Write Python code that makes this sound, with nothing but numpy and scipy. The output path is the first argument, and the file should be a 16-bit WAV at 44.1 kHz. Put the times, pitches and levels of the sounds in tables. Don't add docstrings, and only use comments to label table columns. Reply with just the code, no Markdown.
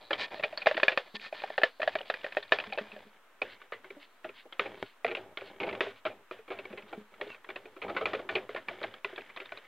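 import sys
import numpy as np
from scipy import signal
from scipy.io import wavfile
from scipy.ndimage import uniform_filter1d

SR = 44100
rng = np.random.default_rng(int(sys.argv[2]) if len(sys.argv) > 2 else 0)


def file_out(sig):
    cols = np.atleast_2d(sig).T
    lim = np.clip(cols, -1, 1)
    pcm = np.round(lim * 32767).astype(np.int16)
    wavfile.write(sys.argv[1], SR, pcm)


def volts_from_db(level):
    exponent = np.asarray(level, float) / 20
    return 10 ** exponent


N = 426447
SWAP_S = 3.1

# f/Hz, level/dB, t60/s
CUP_MODES = [(417, -18, 0.092), (610, -4, 0.017), (631, 5, 0.021), (751, 0, 0.02), (1110, -9.5, 0.034),
             (1500, 7.5, 0.0057), (1802, 3, 0.047), (2480, 5, 0.02), (2900, -19, 0.0054),
             (3390, -15.5, 0.04), (4174, -11, 0.0022)]
# f/Hz, level/dB, t60/s
BUCKET_MODES = [(247, -11.5, 0.034), (391.7, -0.5, 0.063), (406.4, -1.5, 0.12), (473, 2, 0.032),
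                (521, 4, 0.033), (614, 7.5, 0.028), (779.5, 1.5, 0.03), (1184, 5, 0.014),
                (1441, -3.5, 0.06), (1900, -6, 0.032), (2290, 4, 0.022), (2650, -20.5, 0.025),
                (3250, -11, 0.027), (4160, -51, 0.006)]
# f/Hz, level/dB
RASP_SPECTRUM = [(900, 2), (1300, 0.5), (1800, 3.5), (2400, -2.5), (3400, -4), (4400, -15.5), (5200, -7.5)]
# f/Hz, level/dB
RATTLE_SPECTRUM = [(400, -32), (900, 2.5), (2500, 2.5), (4300, -10.5), (5200, -19.5), (8000, -17)]
# f/Hz, level/dB
BENCH_SPECTRUM = [(30, -26.5), (60, -4.5), (115, 7), (155, -20), (205, -4), (280, 0.5), (400, -52)]
# f/Hz, level/dB
AIR_SPECTRUM = [(20, -30.5), (60, -2), (130, -7.5), (400, -2.3), (1300, -3), (2200, -11), (3500, -19),
                (5500, -36.5)]
# f/Hz, level/dB
TARP_SPECTRUM = [(2000, -30), (3200, -3.5), (4400, -2), (5000, -4.5), (6500, -8), (9000, -28)]
# f/Hz, gain/dB
HAND_SHADE = [(300, 0), (2800, .1), (3800, -2), (4600, -6), (5300, -3), (6500, 1)]
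# f/Hz, gain/dB
MICROPHONE_RESPONSE = [(60, -17.5), (200, -3), (4500, 9), (5100, -3), (5600, -13), (6500, -17.5),
                       (8000, -26.5), (16000, -57)]
# f/Hz, level/dB
SIDE_SPECTRUM = [(40, -18), (150, -9.5), (600, -3), (2500, -1.5), (4200, -7), (5000, -38.5)]
# f/Hz, level/dB
HISS_SPECTRUM = [(5000, -4.5), (9300, -5), (10000, -14.5), (10700, -5.5), (14500, -6), (15000, -26),
                 (15400, -6.5), (15800, -3)]

# t/s, length/s, level/dB, start f/Hz, end f/Hz
WHISTLES = [
    (6.098, .035, -66, 2450, 2400),
    (7.29, .07, -58, 2800, 2500),
]
# t/s, length/s, level/dB, centre f/Hz, airy top over centre/dB
STROKES = [(0.175, 0.091, -33.5, 2720, -4), (1.142, 0.03, -42, 2920, -2.5), (1.19, 0.11, -43.5, 2480, -3),
           (3.99, 0.075, -60, 2840, -12), (4.332, 0.11, -62, 2800, -21), (4.728, 0.22, -59.5, 2770, -10.5),
           (5.702, .26, -62, 3530, 14), (7.262, 0.11, -52, 2900, 1), (8.291, 0.07, -48, 2800, -1),
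           (1.913, 0.036, -53.5, 3600, 1), (2.052, 0.064, -58, 3500, -10.5), (0.579, 0.068, -53, 4000, -4),
           (5.863, 0.065, -53.5, 3000, -2), (5.931, 0.082, -60, 3500, -2), (6.87, 0.046, -61, 3700, -3),
           (8.072, 0.062, -54, 3700, -1), (3.47, .1, -58, 2700, -12), (5.43, .08, -58, 2700, -10),
           (.33, .08, -54, 4200, -4), (1.34, .09, -54, 4200, -6)]
# t/s, peak level/dB
WOBBLES = [
    (1.141, -38),
    (2.669, -39.5),
    (2.807, -37.5),
    (2.926, -39.5),
    (3.051, -47.5),
    (6.697, -37),
    (6.828, -44),
    (6.975, -35),
]
# t/s, peak level/dB, f/Hz
RESIN_SLAPS = [(4.6, -38, 606), (3.966, -44, 290), (6.1, -35, 610), (5.306, -44, 611), (7.2, -32, 593),
               (5.0465, -19, 680), (0.75, -30, 330), (6.792, -46, 520), (6.053, -28, 620),
               (6.312, -36, 640), (3.722, -36, 560), (3.42, -34, 360), (.112, -30, 330)]
# t/s, peak level/dB, f/Hz
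GRIT_NICKS = [(0.3055, -36, 1780), (0.3454, -38, 1830), (0.626, -29, 2440), (1.063, -48, 2070),
              (1.1552, -24, 3490), (1.198, -35, 2440), (1.249, -25, 1830), (1.4024, -33, 2480),
              (1.463, -35, 1830), (1.8033, -28.5, 1740), (1.8924, -29, 1810), (2.0134, -30, 2900),
              (2.0572, -38, 2360), (2.2154, -37, 2840), (2.4798, -46, 3830), (2.4936, -37, 2370),
              (2.5324, -20, 2500), (2.7336, -31.5, 3870), (2.799, -37, 1740), (2.8838, -42, 2300),
              (2.9896, -44, 2580), (3.4994, -42, 1880), (3.6394, -51, 1760), (3.9994, -48, 1880),
              (4.3994, -50, 2100), (4.754, -42, 2360), (5.0499, -23.5, 2110), (5.0658, -24, 1990),
              (5.1077, -30, 2180), (5.4104, -33, 2380), (5.4994, -47, 3140), (5.6695, -31, 2450),
              (5.711, -32, 2560), (5.8834, -40, 2440), (5.8994, -40, 1860), (5.9744, -49, 2820),
              (6.098, -41, 2430), (6.644, -38, 1510), (6.823, -39, 2560), (6.8854, -49, 2290),
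              (7.1144, -54, 2290), (7.277, -46, 3760), (7.828, -32, 1990), (8.2147, -39, 1860),
              (8.741, -44, 1550), (8.793, -41, 3280), (8.804, -35, 2400), (9.0922, -41, 1800),
              (9.209, -35, 2470), (9.2414, -42, 2320), (9.492, -38, 2000)]
# t/s, length/s, rasp level/dB, rumble over rasp/dB
WALL_DRAGS = [(0.0, .1, -58.5, 0), (0.102, 0.18, -46.5, -5.5), (0.307, 0.1, -47.5, 0),
              (0.421, 0.67, -53.5, -5), (1.32, 0.24, -49, -12.5), (1.798, 0.28, -52, -2),
              (2.125, 0.36, -52, -9.5), (2.507, 0.25, -48, -4), (2.789, 0.201, -52, -7),
              (2.986, 0.2, -63, -4.5), (3.442, 0.13, -55, -6.5), (3.595, 0.061, -60, -10),
              (3.832, 0.15, -62, -1), (4.232, .1, -63, -8), (4.586, 0.27, -56, 3.5),
              (5.188, 0.15, -65.5, 12.5), (5.409, 0.32, -61, 3.5), (5.6, 0.19, -52, 10),
              (6.063, 0.16, -86.5, 29.5), (6.51, 0.51, -59, 1.5), (7.113, 0.18, -64.5, 3),
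              (7.225, 0.18, -64, -6), (7.46, 0.41, -66, 5.5), (7.823, 0.49, -60.5, 14.5),
              (8.307, 0.16, -59.5, 11.5), (8.512, 0.29, -64.5, 0), (8.674, 0.31, -55.5, 0.5),
              (9.09, 0.27, -56, -7.5), (9.377, 0.71, -58.5, -13)]
# t/s, click peak level/dB, thump over click/dB, contact t60/s
CUP_FLAT_BLOWS = [(.1077, -23, -1, 0.05), (.196, -47, 11.5, 0.18), (.3252, -52, 13.5, 0.07),
                  (.3965, -36, 3.5, 0.019), (.6704, -8, -6, 0.0086), (.7128, -21, -1.5, 0.016),
                  (.7781, -21, -1, 0.012), (.8001, -24, -15.5, 0.019), (.8325, -13.5, -7, 0.024),
                  (.9757, -15, -8.5, 0.02), (1.503, -32.5, 1.5, 0.01), (1.5798, -19.5, -0.5, 0.037),
                  (1.6172, -29.5, 1, 0.024), (1.6347, -10.5, -7, 0.019), (1.7981, -45, 18, 0.021),
                  (1.8302, -24.5, -1, 0.038), (1.8761, -20, 3, 0.038), (1.954, -23.5, 1, 0.029),
                  (2.0078, -36.5, 2, 0.029), (2.1006, -20.5, -2, 0.027), (2.2443, -27.5, -2.5, 0.027),
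                  (2.2653, -29.5, -6.5, 0.009), (2.37, -22, 3, 0.024), (2.7851, -27.5, 1, 0.055),
                  (2.9627, -47, 7.5, 0.062)]
# t/s, click peak level/dB, thump over click/dB, contact t60/s
CUP_EDGE_BLOWS = [(.4359, -22.5, -5, 0.062), (.5257, -45, 10.5, 0.058), (.6604, -23, 1.5, 0.043),
                  (.8824, -10.5, -18, 0.018), (.9188, -31.5, -1, 0.063), (1.3269, -40, 11, 0.011),
                  (1.4204, -33, -10, 0.012), (1.4381, -27.5, 1.5, 0.012), (2.5222, -8.5, -9, 0.018),
                  (2.5875, -24, -9.5, 0.006), (2.7242, -33, 1, 0.072), (2.7762, -31.5, 5, 0.022)]
# t/s, click peak level/dB, stick f/Hz
CUP_TIP_TICKS = [(.1314, -22, 3130), (.4283, -36, 1130), (.5751, -26.5, 4560), (.619, -34, 2480),
                 (.7447, -34, 2480), (.7692, -25, 1810), (1.262, -38.5, 1900), (1.8183, -26, 1760),
                 (1.9864, -35.5, 2900), (2.1405, -29.5, 1850), (2.3231, -37.5, 2270), (2.4274, -40, 3650),
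                 (2.6002, -31, 2650), (2.6399, -35, 2020), (2.7, -47, 2000), (2.9178, -42.5, 2580)]
# t/s, click peak level/dB, thump over click/dB, contact t60/s
BUCKET_EDGE_BLOWS = [(3.4181, -24, -4, 0.031), (3.9045, -39, 0, 0.022), (4.2914, -42.5, 2.5, 0.034),
                     (4.5955, -17.5, -10, 0.033), (4.658, -38, 5, 0.079), (5.047, -23, -2, 0.02),
                     (5.078, -35, 3, 0.08), (5.1136, -31.5, 1.5, 0.05), (5.1697, -36.5, 1.5, 0.063),
                     (5.6018, -29.5, -6, 0.059), (5.6311, -31.5, 2.5, 0.097), (5.6895, -33, -4, 0.056),
                     (5.7276, -34.5, 1.5, 0.056), (5.751, -32.5, -13, 0.023), (5.8074, -15, -9.5, 0.025),
                     (6.5886, -34.5, -3, 0.054), (6.775, -39.5, -2.5, 0.097), (7.267, -52, 14.5, 0.01),
                     (7.6559, -45, 5, 0.035), (7.8175, -35, -2.5, 0.13), (7.8424, -41, -10, 0.014),
                     (8.3536, -23, -2, 0.071), (8.5485, -34, 5.5, 0.016), (9.0463, -25.5, -10, 0.034),
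                     (9.5214, -32, -4.5, 0.023)]
# t/s, click peak level/dB, thump over click/dB, contact t60/s
BUCKET_FLAT_BLOWS = [(3.7216, -33.5, -3, 0.12), (3.8444, -43.5, -8, 0.055), (4.245, -37, 5, 0.064),
                     (4.455, -64, 19, 0.035), (6.3874, -53, 9, 0.047), (6.7007, -51, 5, 0.16),
                     (6.7281, -43, 9, 0.051), (7.213, -27, -4, 0.025), (7.5593, -33, -4.5, 0.048),
                     (8.1492, -30, 5, 0.056), (8.2905, -28, -3.5, 0.067), (8.562, -31.5, -6.5, 0.1),
                     (8.6856, -26, -11, 0.033), (8.708, -47.5, 9, 0.063), (8.8392, -27, -3, 0.031),
                     (9.4157, -41, 0, 0.037)]
# t/s, click peak level/dB, thump over click/dB, contact t60/s
BUCKET_DEEP_BLOWS = [(5.4179, -37.5, -0.5, 0.0076), (5.6675, -39, -2, 0.11), (5.8306, -45, 10, 0.039),
                     (5.8635, -40.5, 9.5, 0.051), (6.0527, -28, 2.5, 0.057), (6.0638, -30.5, -5, 0.07),
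                     (6.3119, -28, -6, 0.012), (6.4797, -46, 2, 0.078), (6.5042, -35, 6, 0.071),
                     (6.517, -38, 0, 0.16), (6.654, -36, -3, 0.022), (6.9284, -37.5, 5, 0.062),
                     (7.4901, -37.5, 2.5, 0.047), (7.7647, -43, 1.5, 0.05), (7.881, -37, -25, 0.054),
                     (7.8971, -31, 1, 0.044), (7.9478, -39.5, 2, 0.071), (7.9653, -24.5, -8, 0.1),
                     (8.0121, -30.5, 3.5, 0.077), (8.0674, -36, 3, 0.11), (8.1338, -23.5, -3, 0.05),
                     (8.1924, -39, 4, 0.054), (8.4928, -29.5, -1.5, 0.005), (8.8166, -33.5, 0.5, 0.005),
                     (9.1297, -42, 4, 0.012), (9.179, -34.5, -0.5, 0.062)]
# t/s, click peak level/dB, stick f/Hz
BUCKET_TIP_TICKS = [(3.617, -42.5, 1970), (4.5256, -36.5, 3180), (5.1505, -26, 2660), (5.3731, -28, 2960),
                    (7.14, -49, 2060), (7.3463, -42, 2490), (7.445, -42, 1820), (7.5027, -35.5, 1890),
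                    (8.0568, -19.5, 2290), (8.382, -38, 1980), (8.8308, -32.5, 3650), (8.9397, -37.5, 3220),
                    (9.161, -40.5, 3280), (9.2994, -44, 2020), (9.3634, -36.5, 3600), (9.3729, -33, 1870),
                    (9.402, -34, 2400), (9.457, -44.5, 3700), (9.573, -37, 3900)]


def evened(x):
    return x / np.sqrt(np.mean(x ** 2) + 1e-20)


def read(points, hz):
    f, value = np.transpose(points)
    return np.interp(np.log(hz + 1), np.log(f + 1), value)


def add(mix, s, sound):
    part = mix[round(s * SR):][:len(sound)]
    part += sound[:len(part)]


def coloured(x, points):
    log_gain = np.log(volts_from_db(read(points, abs(np.fft.fftfreq(4096, 1 / SR)))))
    taps = np.fft.ifft(np.exp(np.conj(signal.hilbert(log_gain)))).real[:2048]
    return signal.oaconvolve(x, taps)[:len(x)]


def rings(modes, luck, spread, scatter_db):
    hz, db, t60_s = np.transpose(modes)[..., None]
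    t = np.arange(3300) / SR
    shift, weight = luck[:2 * len(hz)].reshape(2, -1, 1)
    decay = volts_from_db(db + scatter_db * weight - 60 * t / t60_s)
    waves = decay * np.sin(2 * np.pi * hz * (1 + spread * shift) * t)
    low = hz[:, 0] < 900
    return waves[low].sum(0), waves[~low].sum(0)


def plain_rings(modes):
    return rings(modes, np.zeros(40), 0, 0)


def air():
    air_db = -67.5
    return volts_from_db(air_db) * evened(coloured(rng.standard_normal(N), AIR_SPECTRUM))


def tarp():
    rustle_db, swell_db, bucket_drop_db = -80, 5, 9
    t = np.arange(N) / SR
    waves = [np.sin(2 * np.pi * (hz * t + rng.random())) / np.sqrt(hz) for hz in (.3, 1.3, 3.7)]
    level_db = rustle_db + swell_db * evened(sum(waves)) - bucket_drop_db * (t > SWAP_S)
    return volts_from_db(level_db) * evened(coloured(rng.standard_normal(N), TARP_SPECTRUM))


def squeaks():
    out = np.zeros(N)
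    for s, length_s, db, start_hz, end_hz in WHISTLES:
        u = np.linspace(0, 1, round(length_s * SR))
        fuzz = evened(uniform_filter1d(rng.standard_normal(len(u)), 300))
        turns = np.cumsum(start_hz + (end_hz - start_hz) * u) / SR
        add(out, s, volts_from_db(db) * (1 + fuzz) * np.sin(np.pi * u) ** .5 * np.sin(2 * np.pi * turns))
    return out


def swishes():
    out = np.zeros(N)
    for s, length_s, db, hz, top_db in STROKES:
        u = np.linspace(0, 1, round(length_s * SR))
        colour = [(0.36 * hz, -30), (0.18 * hz, -8), (hz, 0),
                  (4600, -5), (7000, top_db), (16000, top_db + 6.5)]
        grain, drift = rng.standard_normal((2, len(u)))
        clumps = volts_from_db(2.7 * evened(uniform_filter1d(drift, 120)))
        slips = grain * clumps * np.sin(np.pi * u ** 1.04) ** 1.02
        slips = np.pad(slips, (0, 2000))
        _, click = plain_rings(CUP_MODES if s < SWAP_S else BUCKET_MODES)
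        wall = signal.fftconvolve(slips, click)[:len(slips)]
        rub = evened(coloured(slips, colour)) + volts_from_db(-9.5) * evened(wall)
        add(out, s, volts_from_db(db) * rub * np.sqrt(len(rub) / len(u) / 2))
    return out


def bumps():
    wobble_hz = 210.2
    out, t = np.zeros(N), np.arange(6000) / SR
    for s, db, hz in [(s, db, wobble_hz) for s, db in WOBBLES] + RESIN_SLAPS:
        rough = .7 + 0.3 * evened(uniform_filter1d(rng.standard_normal(len(t)), 300))
        overtone_db = -5.0 - 16 * (hz > 300)
        ring = np.sin(2 * np.pi * hz * t) + volts_from_db(overtone_db) * np.sin(2 * np.pi * 2 * hz * t)
        add(out, s, volts_from_db(db - 60 * hz * t / 40) * np.minimum(t / 0.0028, 1) * rough * ring)
    return out


def nicks():
    judder_end_s, judder_per_s, judder_db, judder_hz = 0.1, 120, -46.5, 3970
    t60_s, trim_db, dry_gain, rise_s = 0.015, -4.5, 0.43, 0.00086
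    out, t = np.zeros(N), np.arange(1500) / SR
    judder = [(s, judder_db, judder_hz) for s in np.arange(.01, judder_end_s, 1 / judder_per_s)]
    for s, db, hz in GRIT_NICKS + judder:
        rough, scratch = rng.standard_normal((2, len(t)))
        ring = (1 + evened(uniform_filter1d(rough, size=30))) * np.sin(2 * np.pi * hz * t)
        ring += dry_gain * np.diff(scratch, prepend=0)
        add(out, s - .0005, volts_from_db(db + trim_db - 60 * t / t60_s) * np.minimum(t / rise_s, 1) * ring / 2)
    return out


def drag_forces():
    bite_s, lift_s, slowing_db = 0.0091, 0.03, -7
    press, weight = np.zeros(N), np.zeros(N)
    for s, length_s, rasp_db, rumble_db in WALL_DRAGS:
        u = np.arange(0, length_s + 4 * lift_s, 1 / SR)
        lift_db = -20 * np.maximum(u - length_s, 0) / lift_s
        stroke = np.minimum(u / bite_s, 1) * volts_from_db(rasp_db + slowing_db * u / length_s + lift_db)
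        add(press, s, stroke)
        add(weight, s, stroke * volts_from_db(rumble_db + 3))
    return press, weight


def tip_slips():
    drift = uniform_filter1d(uniform_filter1d(rng.standard_normal(N), 250), 250)
    clumps = volts_from_db(2.8 * evened(drift))
    slips_per_s, catches_per_s = 6000, 200
    sizes = rng.standard_normal(N) * volts_from_db(2.8 * rng.exponential(1, N))
    slips = clumps * sizes * (rng.random(N) < slips_per_s / SR)
    return slips + 2.5 * clumps * rng.standard_normal(N) * (rng.random(N) < catches_per_s / SR)


def scrape():
    in_cup = np.arange(N) / SR < SWAP_S
    press, weight = drag_forces()
    slips = tip_slips()
    cup, bucket = ([signal.oaconvolve(slips, response)[:N] for response in plain_rings(modes)]
                   for modes in (CUP_MODES, BUCKET_MODES))
    rumble, ring = (np.where(in_cup, evened(a), evened(b)) for a, b in zip(cup, bucket))
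    dry = evened(coloured(slips, [(500, -50.0)] + RASP_SPECTRUM))
    fizz = evened(np.diff(dry, 2, prepend=[0, 0])) * in_cup
    rasp = evened(dry + volts_from_db(-8.5) * ring) + volts_from_db(-13) * fizz
    rumble = rumble + volts_from_db(-6.5) * evened(coloured(slips, BENCH_SPECTRUM))
    return press * rasp + weight * rumble


def ticks(rows):
    thump_db, t60_s = -14, 0.034
    return [(s, db, thump_db, hz, t60_s) for s, db, hz in rows]


def blows(rows, stick_hz):
    return [(s, db, thump_db, stick_hz, t60_s) for s, db, thump_db, t60_s in rows]


def knocks(rows, modes, spread, stick_db, crack_db, chatter, tail_db, tail_s, bench_db, rattle_db):
    blow_s, touch_gain, touch_s = 0.0013, .35, .00012
    out, rattles, tails, shakes = np.zeros((4, N))
    t = np.arange(8000) / SR
    for s, db, thump_db, hz, t60_s in rows:
        luck, noise, crack, echoes = rng.standard_normal((4, len(t)))
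        fade = volts_from_db(-60 * t / np.clip(t60_s, .008, .3))

        roughness = chatter * (t60_s / 0.02) ** 0.71 * volts_from_db(-.25 * (db + 28.5))
        contact = roughness * noise * abs(noise) * np.minimum(t / 0.00071, 1)
        contact += luck * (t / blow_s) * np.exp(-t / blow_s) / 2
        contact += touch_gain * np.exp(-t / touch_s)

        thump, click = rings(modes, luck, spread, scatter_db=2)
        thump *= np.minimum(t[:len(thump)] / 0.0038, 1)
        u = t[:len(click)]
        click += volts_from_db(stick_db - 60 * u / .008) * np.sin(2 * np.pi * hz * u)
        click = signal.fftconvolve(click / abs(click).max(), contact * fade)
        click[:len(t)] += volts_from_db(crack_db) * np.diff(crack, prepend=0) * fade
        thump = signal.fftconvolve(thump, contact * fade ** 0.83)
        thump -= uniform_filter1d(thump, size=120)
        knock = click / abs(click).max() + volts_from_db(thump_db) * thump / abs(thump).max()

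        add(out, s - .0007, volts_from_db(db) * knock)
        clatter = fade * np.minimum(t / 0.00086, 1) * echoes * abs(noise)
        add(rattles, s, volts_from_db(db + rattle_db) * clatter)
        add(tails, s, volts_from_db(db + tail_db - 60 * t / tail_s) * echoes * abs(luck))
        add(shakes, s, volts_from_db(db + thump_db + bench_db - 60 * t / 0.41) * luck)
    out += coloured(rattles, RATTLE_SPECTRUM)
    out += coloured(tails, [(250, -41.0), (500, 15.0)] + RASP_SPECTRUM)
    return out + coloured(shakes, BENCH_SPECTRUM)


def stick_knocks():
    flat_hz, edge_hz, deep_hz = 1756, 2365, 1336
    cup_rows = blows(CUP_FLAT_BLOWS, flat_hz) + blows(CUP_EDGE_BLOWS, edge_hz) + ticks(CUP_TIP_TICKS)
    bucket_rows = blows(BUCKET_EDGE_BLOWS, edge_hz) + blows(BUCKET_FLAT_BLOWS, flat_hz)
    bucket_rows += blows(BUCKET_DEEP_BLOWS, deep_hz) + ticks(BUCKET_TIP_TICKS)
    cup = knocks(cup_rows, CUP_MODES, spread=0.033, stick_db=13.0, crack_db=-14.5, chatter=0.12,
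                 tail_db=-15.5, tail_s=0.14, bench_db=-24.0, rattle_db=-12.5)
    bucket = knocks(bucket_rows, BUCKET_MODES, spread=0.07, stick_db=12.0, crack_db=-13.5, chatter=0.092,
                    tail_db=-16.5, tail_s=0.3, bench_db=-3.5, rattle_db=-12.5)
    return cup + bucket


def scene():
    mix = air() + tarp() + squeaks() + swishes() + bumps() + nicks() + scrape() + stick_knocks()
    swap = round(SWAP_S * SR)
    mix = np.r_[mix[:swap], coloured(mix, HAND_SHADE)[swap:]]
    return np.tile(mix, (2, 1))


def roll_off(x):
    return signal.sosfilt(signal.butter(12, 15770, fs=SR, output="sos"), x)


def record(dry):
    side_db, hiss_db, offset = -71.5, -73.5, -.0006
    mono = coloured(dry[0], MICROPHONE_RESPONSE)
    level_db = 10 * np.log10(abs(uniform_filter1d(mono ** 2, 900)) + 1e-8)
    side = evened(coloured(rng.standard_normal(N), SIDE_SPECTRUM))
    side *= volts_from_db(side_db + .15 * (level_db + 53.5))
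    side *= np.clip((-40.0 - level_db) / 3, 0, 1)
    swell = volts_from_db(hiss_db + 0.16 * (level_db + 45.0))
    colour = [(1000, -54.5)] + HISS_SPECTRUM + [(15900, -74)]
    hiss = [swell * evened(coloured(rng.standard_normal(N), colour)) for _ in dry]
    both = mono + np.array([side, -side]) + hiss + offset
    return roll_off(both)


dry = scene()
out = record(dry)
file_out(out)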